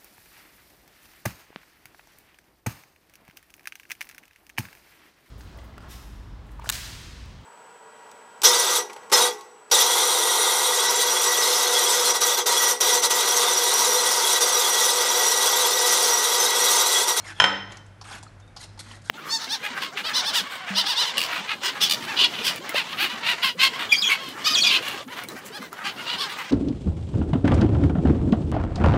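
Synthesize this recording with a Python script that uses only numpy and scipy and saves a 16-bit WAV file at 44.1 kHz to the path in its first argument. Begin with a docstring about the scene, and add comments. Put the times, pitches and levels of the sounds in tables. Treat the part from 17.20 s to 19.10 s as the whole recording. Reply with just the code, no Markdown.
"""A steel spatula stirs thick food in a thin metal pan over a burner in a hard-walled kitchen.
The fading tail of an earlier clank and short drags of the blade lead to a quick run of ringing clanks.
Then the food spits and smacks between more drags, pings and low thumps, and a last clank ends the scene.
Clanks, pings and thumps are fading tones, clanks also have a noisy knock; the tail, drags and spits
are shaped noise. Burner hum and rush run throughout."""
import sys
import numpy as np
from scipy import signal
from scipy.fft import rfft, irfft
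from scipy.io import wavfile

SR = 44100
rng = np.random.default_rng(int(sys.argv[2]) if len(sys.argv) > 2 else 0)


def unload_wav(signal):
    """Save mono or channel-first audio to the path in sys.argv[1] as 16-bit WAV at rate SR, clipped to [-1, 1]."""
    wavfile.write(
        sys.argv[1],
        SR,
        np.round(np.clip(np.atleast_2d(signal).T, -1, 1) * 32767).astype(np.int16),
    )


N = 83790   # length of the scene in samples

# All levels are relative: the steps in the functions add to them.
# Steady rush of burner and air: [f/Hz, level/dB]
RUSH_SPECTRUM = [(76, -35.5), (130, -6.5), (233, -13), (468, -19.5), (534, -16.5), (1130, -22), (1250, -23),
                 (1370, -19.5), (1720, -22), (11700, -52), (15200, -78), (22000, -120)]
# Deep rumble of the burner: [f/Hz, level/dB]
RUMBLE_SPECTRUM = [(15, -33.5), (35, -4), (70, -10), (110, 0.5), (140, -14.5), (200, -43)]
# Steady tones of the burner: [f/Hz, level/dB]
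HUM_TONES = [(49, -62.5), (100, -50.5)]
# Echo of the kitchen: [f/Hz, time to fade by 60 dB t60/s, level/dB]
ROOM_BANDS = [(148.8, 0.98, 5.5), (400, 0.57, 3.5), (1190, 0.66, -3.5), (2900, 0.51, -1.5),
              (6040, 0.61, -3), (9650, 0.13, -2)]
# Small pings, low thumps and a low ring of the pan: [t/s, f/Hz, level/dB, t60/s]
PING_EVENTS = [(.0, 4290, -52, 0.42), (.212, 139, -27.5, 0.12), (.225, 196.3, -33, 0.83),
               (.945, 240, -36, 0.034), (1.066, 1280, -34.5, 0.024), (1.077, 4300, -45.5, 0.035),
               (1.222, 3620, -56, 0.12), (1.277, 3680, -53.5, 0.073), (1.405, 2000, -46.5, .06),
               (1.575, 884, -42.5, 0.075), (1.66, 232, -51, 0.87), (1.712, 3040, -36.5, 0.028),
               (1.745, 1910, -46.5, 0.13)]
# The food spits or smacks: [t/s, treble level/dB, low level/dB, t60/s, click level/dB, brightest f/Hz]
SPIT_EVENTS = [(0.52, -38.5, -77, 0.037, -46, 6700), (0.571, -39.5, -66, 0.026, -33, 6070),
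               (0.662, -52, -64.5, 0.04, -56, 7500), (.812, -42, -37, 0.062, -58, 5280),
               (0.913, -40, -43, 0.062, -53, 4300), (1.028, -39, -41.5, 0.04, -42.5, 7500),
               (1.199, -54, -52.5, .05, -53, 6680), (1.277, -61.5, -59, 0.045, -57, 7000),
               (1.364, -38.5, -38, 0.075, -34, 5120), (1.412, -45, -58, .04, -45, 9570),
               (1.429, -36, -64, 0.033, -47, 3470), (1.533, -65.5, -97, 0.035, -63, 8940),
               (1.575, -49.5, -44.5, 0.054, -56, 4900), (1.712, -43.5, -43, 0.061, -44, 2940),
               (1.818, -51.5, -77, 0.046, -46, 7100)]
# Bright noise of a spit: [f/Hz, level/dB]
SPIT_SPECTRUM = [(1470, -41.5), (2500, -5), (4190, -7), (4650, -4), (6760, -13), (8260, -13.5),
                 (11700, -17), (15200, -57), (22000, -120)]
# The fading tail of an earlier clank (first row), then the blade drags along the wall:
# [start t/s, loudest t/s, end t/s, pan level/dB, hiss level/dB,
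# squeal level/dB, squeal from f/Hz, squeal to f/Hz]
STROKE_EVENTS = [(.0, -0.001, 0.053, -52, -57, -59, 1100, 1000),
                 (.042, .055, .09, -49, -51.5, -41.5, 2188, 1910),
                 (.06, .105, 0.13, -42.5, -47, -39.5, 1850, 1544),
                 (0.149, 0.198, 0.23, -47.5, -54, -47, 3426, 3150),
                 (0.496, 0.508, 0.59, -47, -60, -61, 4000, 4160),
                 (0.841, 0.926, 0.99, -41, -45, -48, 1573, 1508),
                 (1.393, 1.442, 1.458, -48, -44.5, -59.5, 3280, 4280),
                 (1.592, 1.59, 1.611, -43, -37, -47, 3800, 3540),
                 (1.63, 1.706, 1.777, -49.5, -53, -53, 2016, 1912),
                 (1.842, 1.881, 1.9, -53.5, -49.5, -54.5, 1500, 1570)]
# Sound of the scraped pan wall: [f/Hz, level/dB]
WALL_SPECTRUM = [(180, -52), (300, -15), (528, -17), (704, -7.5), (1240, -7.5), (1510, -8.5), (2030, -9),
                 (3500, -13.5), (4550, -53.5), (7700, -120)]
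# Hiss of grit on the blade: [f/Hz, level/dB]
HISS_SPECTRUM = [(1470, -52.5), (2500, -25.5), (3090, -6.5), (3960, 1), (5260, -2), (5790, -1.5),
                 (9580, -6.5), (11700, -19.5), (15200, -45), (22000, -120)]
# The blade strikes the pan: [t/s, blade ring level/dB, pan ring level/dB, knock level/dB,
# treble tilt/dB per octave]
CLANK_EVENTS = [(.2000, -12, -18, -5.5, 0), (.2050, -18, -29, -15.5, 2.5), (0.2201, -18.5, -25, -14, -4.5),
                (.2405, -11, -19.5, -5, -3.5), (.2445, -25, -25.5, -9, -3), (1.8982, -25.5, -17, -4, -0.5)]
# Ringing modes of the blade: [f/Hz, level/dB, t60/s, spread of the cluster/Hz]
BLADE_MODES = [(3095, -11, 0.71, 12), (3127, 1.5, 0.22, 14), (3144, -7, 0.09, 140), (3360, -13.5, 0.2, 13),
               (3775, -12, 0.12, 240), (4130, -21, .2, 60), (4580, -19, 0.103, 230),
               (5216, -14.5, 0.42, 45), (5285, -12, 0.27, 50), (5800, -30, 0.052, 120),
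               (6320, -15.5, .2, 79), (7000, -21.5, .12, 230), (7520, -23, 0.26, 120), (8890, -29, .2, 74),
               (9920, -28.5, 0.31, 110), (10420, -38.5, .16, 100)]
# Ringing modes of the pan: [f/Hz, level/dB, t60/s, spread of the cluster/Hz]
PAN_MODES = [(330, -23, 0.17, 33), (421.5, -16, .13, 55), (544, -10.5, 0.11, 70), (749, -11, 0.18, 90),
             (955, -4, 0.11, 90), (1248, -3, 0.29, 110), (1475, 1, 0.064, 39), (1640, -15, 0.25, 110),
             (1870, -8, 0.59, 62), (2080, -8, 0.23, 58), (2282, -15, 0.063, 130), (2615, -3.5, .15, 200),
             (2886, -15, 0.13, 100)]
# Dull knock at the contact: [f/Hz, width/Hz, level/dB]
KNOCK_BANDS = [(900, 337, 5), (1298, 380, 6), (1504, 200, 7), (3400, 1500, 5), (6060, 4700, -37)]

RUSH_DB, RUMBLE_DB = -54.5, -56
HUM_WAVER_DB, HUM_WAVER_HZ = 1, 3.9
ROOM_DB, ROOM_ONSET_S = -2, 0.0032
BLADE_ROOM_DB, SOFT_ROOM_DB, PING_ROOM_DB = -3, -4.5, -13   # how much goes into the echo
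PING_ATTACK_S = 0.001
SMACK_HZ, SMACK_WIDTH_HZ = 856.4, 470
SPIT_ATTACK_S, SPIT_WIDTH_HZ, SPIT_BROAD_DB = 0.0017, 1530, -7
GRIT_PER_S, GRIT_SPREAD_DB, GRIT_CLUMP_DB, GRIT_CLUMP_HZ = 3000, 1, 1.5, 55.5
PATCHY_DB, PATCHY_HZ = 1.5, 40
EDGE_DB, FALL_DB = -9, -6.5   # start and end of a stroke, under its loudest
SQUEAL_WIDTH_HZ = 246
CHATTER_S = 0.0033   # a blow is a short burst of contacts
UNEVEN_DB, CONTACT_HZ = 1.5, 8500
DUCK_ABOVE_DB, DUCK_SHARE, DUCK_RELEASE_DB_PER_S = -13.5, 0.16, 52   # gain control
CUTOFF_HZ = 12500


def amp(db):
    """Turns decibels into a plain factor."""
    return 10 ** (np.asarray(db, float) / 20)


def rms_one(x):
    """Scales a sound to an rms (average strength) of 1."""
    return x / np.sqrt(np.mean(x ** 2) + 1e-20)


def at_hz(points, hz, col=1):
    """Reads a table column at any frequency, along a log frequency scale."""
    p = np.array(points)
    return np.interp(np.log(hz), np.log(p[:, 0]), p[:, col])


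def coloured(x, spectrum):
    """Shapes a sound by a spectrum; rms 1."""
    hz = np.arange(len(x) // 2 + 1) * SR / len(x) + 1   # the 1 keeps the logarithm finite
    return rms_one(irfft(rfft(x) * amp(at_hz(spectrum, hz)), len(x)))


def filtered(x, order, hz, kind="low"):
    """Keeps the lows, the highs or a band of a sound."""
    return signal.sosfilt(signal.butter(order, hz, kind, fs=SR, output="sos"), x)


def peak(x, hz, width_hz):
    """Resonance with gain 1 on top."""
    r = np.exp(-np.pi * width_hz / SR)
    feedback = [1, -2 * r * np.cos(2 * np.pi * hz / SR), r * r]
    return signal.lfilter([(1 - r * r) / 2, 0, (r * r - 1) / 2], feedback, x + 1e-18)


def clicks(s, gains):
    """Single-sample pushes at the given times."""
    out = np.zeros(N)
    out[np.minimum((np.asarray(s) * SR).astype(int), N - 1)] = gains
    return out


def drift(rate_hz):
    """Slow random wander: noise smoothed twice, rms 1."""
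    r = np.exp(-2 * np.pi * rate_hz / SR)
    wander = signal.lfilter([1], [1, -2 * r, r * r], rng.standard_normal(N + SR))
    return rms_one(wander[SR:])   # the first second lets the filter settle


def patchy(x):
    """Each third of an octave flickers on its own; rms 1."""
    edges = 300 * 2 ** np.arange(0, 5.5, 1 / 3)
    out = np.zeros(N)
    for band in zip(edges, edges[1:]):
        out += amp(PATCHY_DB * drift(PATCHY_HZ)) * filtered(x, 2, band, "band")
    return rms_one(out)


def grit():
    """Dense slips of uneven strength and random direction, stronger and weaker in clumps."""
    slips = rng.random(N) < GRIT_PER_S / SR
    uneven_db = GRIT_SPREAD_DB * np.minimum(rng.exponential(1, N), 5)
    clump_db = GRIT_CLUMP_DB * drift(GRIT_CLUMP_HZ)
    return slips * amp(uneven_db + clump_db) * rng.choice([-1, 1], N)


def burner():
    """Steady rush and rumble of shaped noise, with hum tones that waver in level and phase."""
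    t = np.arange(N) / SR
    out = amp(RUSH_DB) * coloured(rng.standard_normal(N), RUSH_SPECTRUM)
    out += amp(RUMBLE_DB) * coloured(rng.standard_normal(N), RUMBLE_SPECTRUM)
    for hz, db in HUM_TONES:
        level = np.sqrt(2) * amp(db + HUM_WAVER_DB * drift(HUM_WAVER_HZ))
        out += level * np.sin(2 * np.pi * hz * t + 0.5 * drift(4.6))
    return out


def kitchen(x):
    """Diffuse echo off hard walls: noise that dies band by band."""
    t, tail = np.arange(SR) / SR, np.zeros(SR)
    edges = 100 * 2 ** np.arange(0, 7.1, 0.5)   # half octaves
    white = rng.standard_normal((2, SR))   # neighbouring bands take turns with the two noises
    for k, (low, high) in enumerate(zip(edges, edges[1:])):
        hz = np.sqrt(low * high)
        band = filtered(white[k % 2], 2, [low, high], "band")
        t60 = at_hz(ROOM_BANDS, hz)
        fade = amp(at_hz(ROOM_BANDS, hz, col=2) - 60 * t / t60)
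        tail += band * fade * np.sqrt(2 * np.log(1000) / t60 / SR)   # evens out long and short fades
    tail *= 1 - np.exp(-t / ROOM_ONSET_S)
    return amp(ROOM_DB) * signal.fftconvolve(x, tail)[:N]


def pings():
    """Pings, thumps and a low pan ring as single damped tones with a soft start."""
    t, out = np.arange(N) / SR, np.zeros(N)
    for s, hz, db, t60 in PING_EVENTS:
        age = np.maximum(t - s, 0)
        attack = 1 - np.exp(-age / PING_ATTACK_S)
        out += attack * amp(db - 60 * age / t60) * np.sin(2 * np.pi * hz * age)
    return out


def spits():
    """A click, then a puff of bright noise and a wet low smack that die fast."""
    t, out = np.arange(N) / SR, np.zeros(N)
    bright = coloured(grit(), SPIT_SPECTRUM)
    low = peak(rng.standard_normal(N), SMACK_HZ, SMACK_WIDTH_HZ)
    low = rms_one(peak(low, SMACK_HZ, SMACK_WIDTH_HZ))
    for s, treble_db, low_db, t60, click_db, hz in SPIT_EVENTS:
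        age = np.maximum(t - s, 0)
        shape = (1 - np.exp(-age / SPIT_ATTACK_S)) * amp(-60 * age / t60)
        puff = amp(SPIT_BROAD_DB) * bright + rms_one(peak(bright, hz, SPIT_WIDTH_HZ))
        out += shape * (amp(treble_db) * puff + amp(low_db) * low)
        click = clicks([s], amp(click_db + 13.5))
        out += peak(peak(click, hz, 4000), hz, 6000)
    return out


def tail_and_drags():
    """An earlier clank's tail fades, then drags swell and fade: slips as pan noise, hiss and gliding squeal."""
    t, out = np.arange(N) / SR, np.zeros(N)
    wall = patchy(coloured(grit(), WALL_SPECTRUM))
    hiss = patchy(coloured(grit(), HISS_SPECTRUM))
    narrow = rms_one(filtered(grit(), 2, SQUEAL_WIDTH_HZ / 2))
    for start, top, end, pan_db, hiss_db, squeal_db, from_hz, to_hz in STROKE_EVENTS:
        times = [start - 0.006, start, top, end, end + 0.024]
        shape = amp(np.interp(t, times, [-40, EDGE_DB, 0, FALL_DB, -40]))
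        shape = shape * (t > start - 0.006) * (t < end + 0.014)
        glide_hz = np.interp(t, [start, end], [from_hz, to_hz])
        # multiplying by a sine lifts the narrow noise up to the gliding pitch
        squeal = np.sqrt(2) * narrow * np.sin(2 * np.pi * np.cumsum(glide_hz) / SR)
        out += shape * (amp(pan_db) * wall + amp(hiss_db) * hiss + amp(squeal_db) * squeal)
    return out


def blows(s, db):
    """Each blow is a burst of contacts that dies within milliseconds; one row a blow."""
    age = np.arange(400) / SR
    burst = rng.standard_normal((len(s), len(age))) * age * np.exp(-2 * age / CHATTER_S)
    out = np.zeros((len(s), N + len(age)))
    for k, i in enumerate((s * SR).astype(int)):
        out[k, i:i + len(age)] = amp(db[k]) * burst[k] / np.sqrt(np.sum(burst[k] ** 2))
    return out[:, :N]


def ring(modes, s, db, tilt_db, size=5):
    """Every mode is a cluster of close partials; each blow drives them by its tilt, a little unevenly."""
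    out = np.zeros(N)
    for k, (hz, level_db, t60, spread_hz) in enumerate(modes):
        sign = (-1) ** (k // 3)
        r = amp(-60 / (t60 * SR))   # fade from one sample to the next
        for offset in np.linspace(-1, 1, size) + rng.normal(0, 0.15, size):
            force_db = db + level_db - 5.5 * abs(offset) + tilt_db * np.log2(hz / 3000)
            force_db = force_db + rng.normal(0, UNEVEN_DB, len(s))
            force = clicks(s, 0.38 * sign * amp(force_db))
            w = 2 * np.pi * (hz + offset * spread_hz) / SR
            out += signal.lfilter([0, np.sin(w)], [1, -2 * r * np.cos(w), r * r], force + 1e-18)
    return out


def knocks(s, knock_db, tilt_db):
    """The burst of contacts shakes a few broad, dull resonances."""
    hit, out = blows(s, knock_db), np.zeros(N)
    for k, (hz, width_hz, db) in enumerate(KNOCK_BANDS):
        push = amp(db + tilt_db * np.log2(max(hz / 3000, 1))) @ hit   # adds up all blows
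        out += (-1) ** k * peak(push, hz, width_hz) * SR / (2 * np.pi * width_hz)
    return filtered(out, 4, 600, "high")


def clanks():
    """Blade and pan ring, with a short knock at the contact; little bass leaves the thin pan."""
    s, blade_db, pan_db, knock_db, tilt_db = np.transpose(CLANK_EVENTS)
    knock = knocks(s, knock_db, tilt_db)
    pan = filtered(ring(PAN_MODES, s, pan_db, tilt_db), 4, 280, "high") + knock
    blade = filtered(ring(BLADE_MODES, s, blade_db, tilt_db), 2, 2000, "high")
    return blade, filtered(pan, 2, CONTACT_HZ)


def scene():
    """Adds all sources, the echo of all but the burner, and the burner itself; one channel."""
    blade, pan = clanks()
    soft = tail_and_drags() + spits()
    tones = pings()
    into_room = pan + amp(BLADE_ROOM_DB) * blade + amp(SOFT_ROOM_DB) * soft + amp(PING_ROOM_DB) * tones
    return (blade + pan + soft + tones + kitchen(into_room) + burner())[None]


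def record(dry):
    """Gain control ducks after loud blows, peaks are rounded, the top is cut."""
    ramp = DUCK_RELEASE_DB_PER_S * np.arange(N) / SR
    # the level jumps up with each peak and then falls steadily
    level_db = np.maximum.accumulate(20 * np.log10(np.abs(dry) + 1e-6) + ramp, axis=1) - ramp
    target_db = -DUCK_SHARE * np.maximum(level_db - DUCK_ABOVE_DB, 0)
    duck_db = signal.lfilter([0.003], [1, -0.997], target_db)   # smooths the gain changes
    rounded = 1.2 * np.tanh(dry * amp(duck_db) / 1.2)
    return signal.sosfilt(signal.cheby2(14, 60, CUTOFF_HZ, fs=SR, output="sos"), rounded)


dry = scene()
out = record(dry)
unload_wav(out)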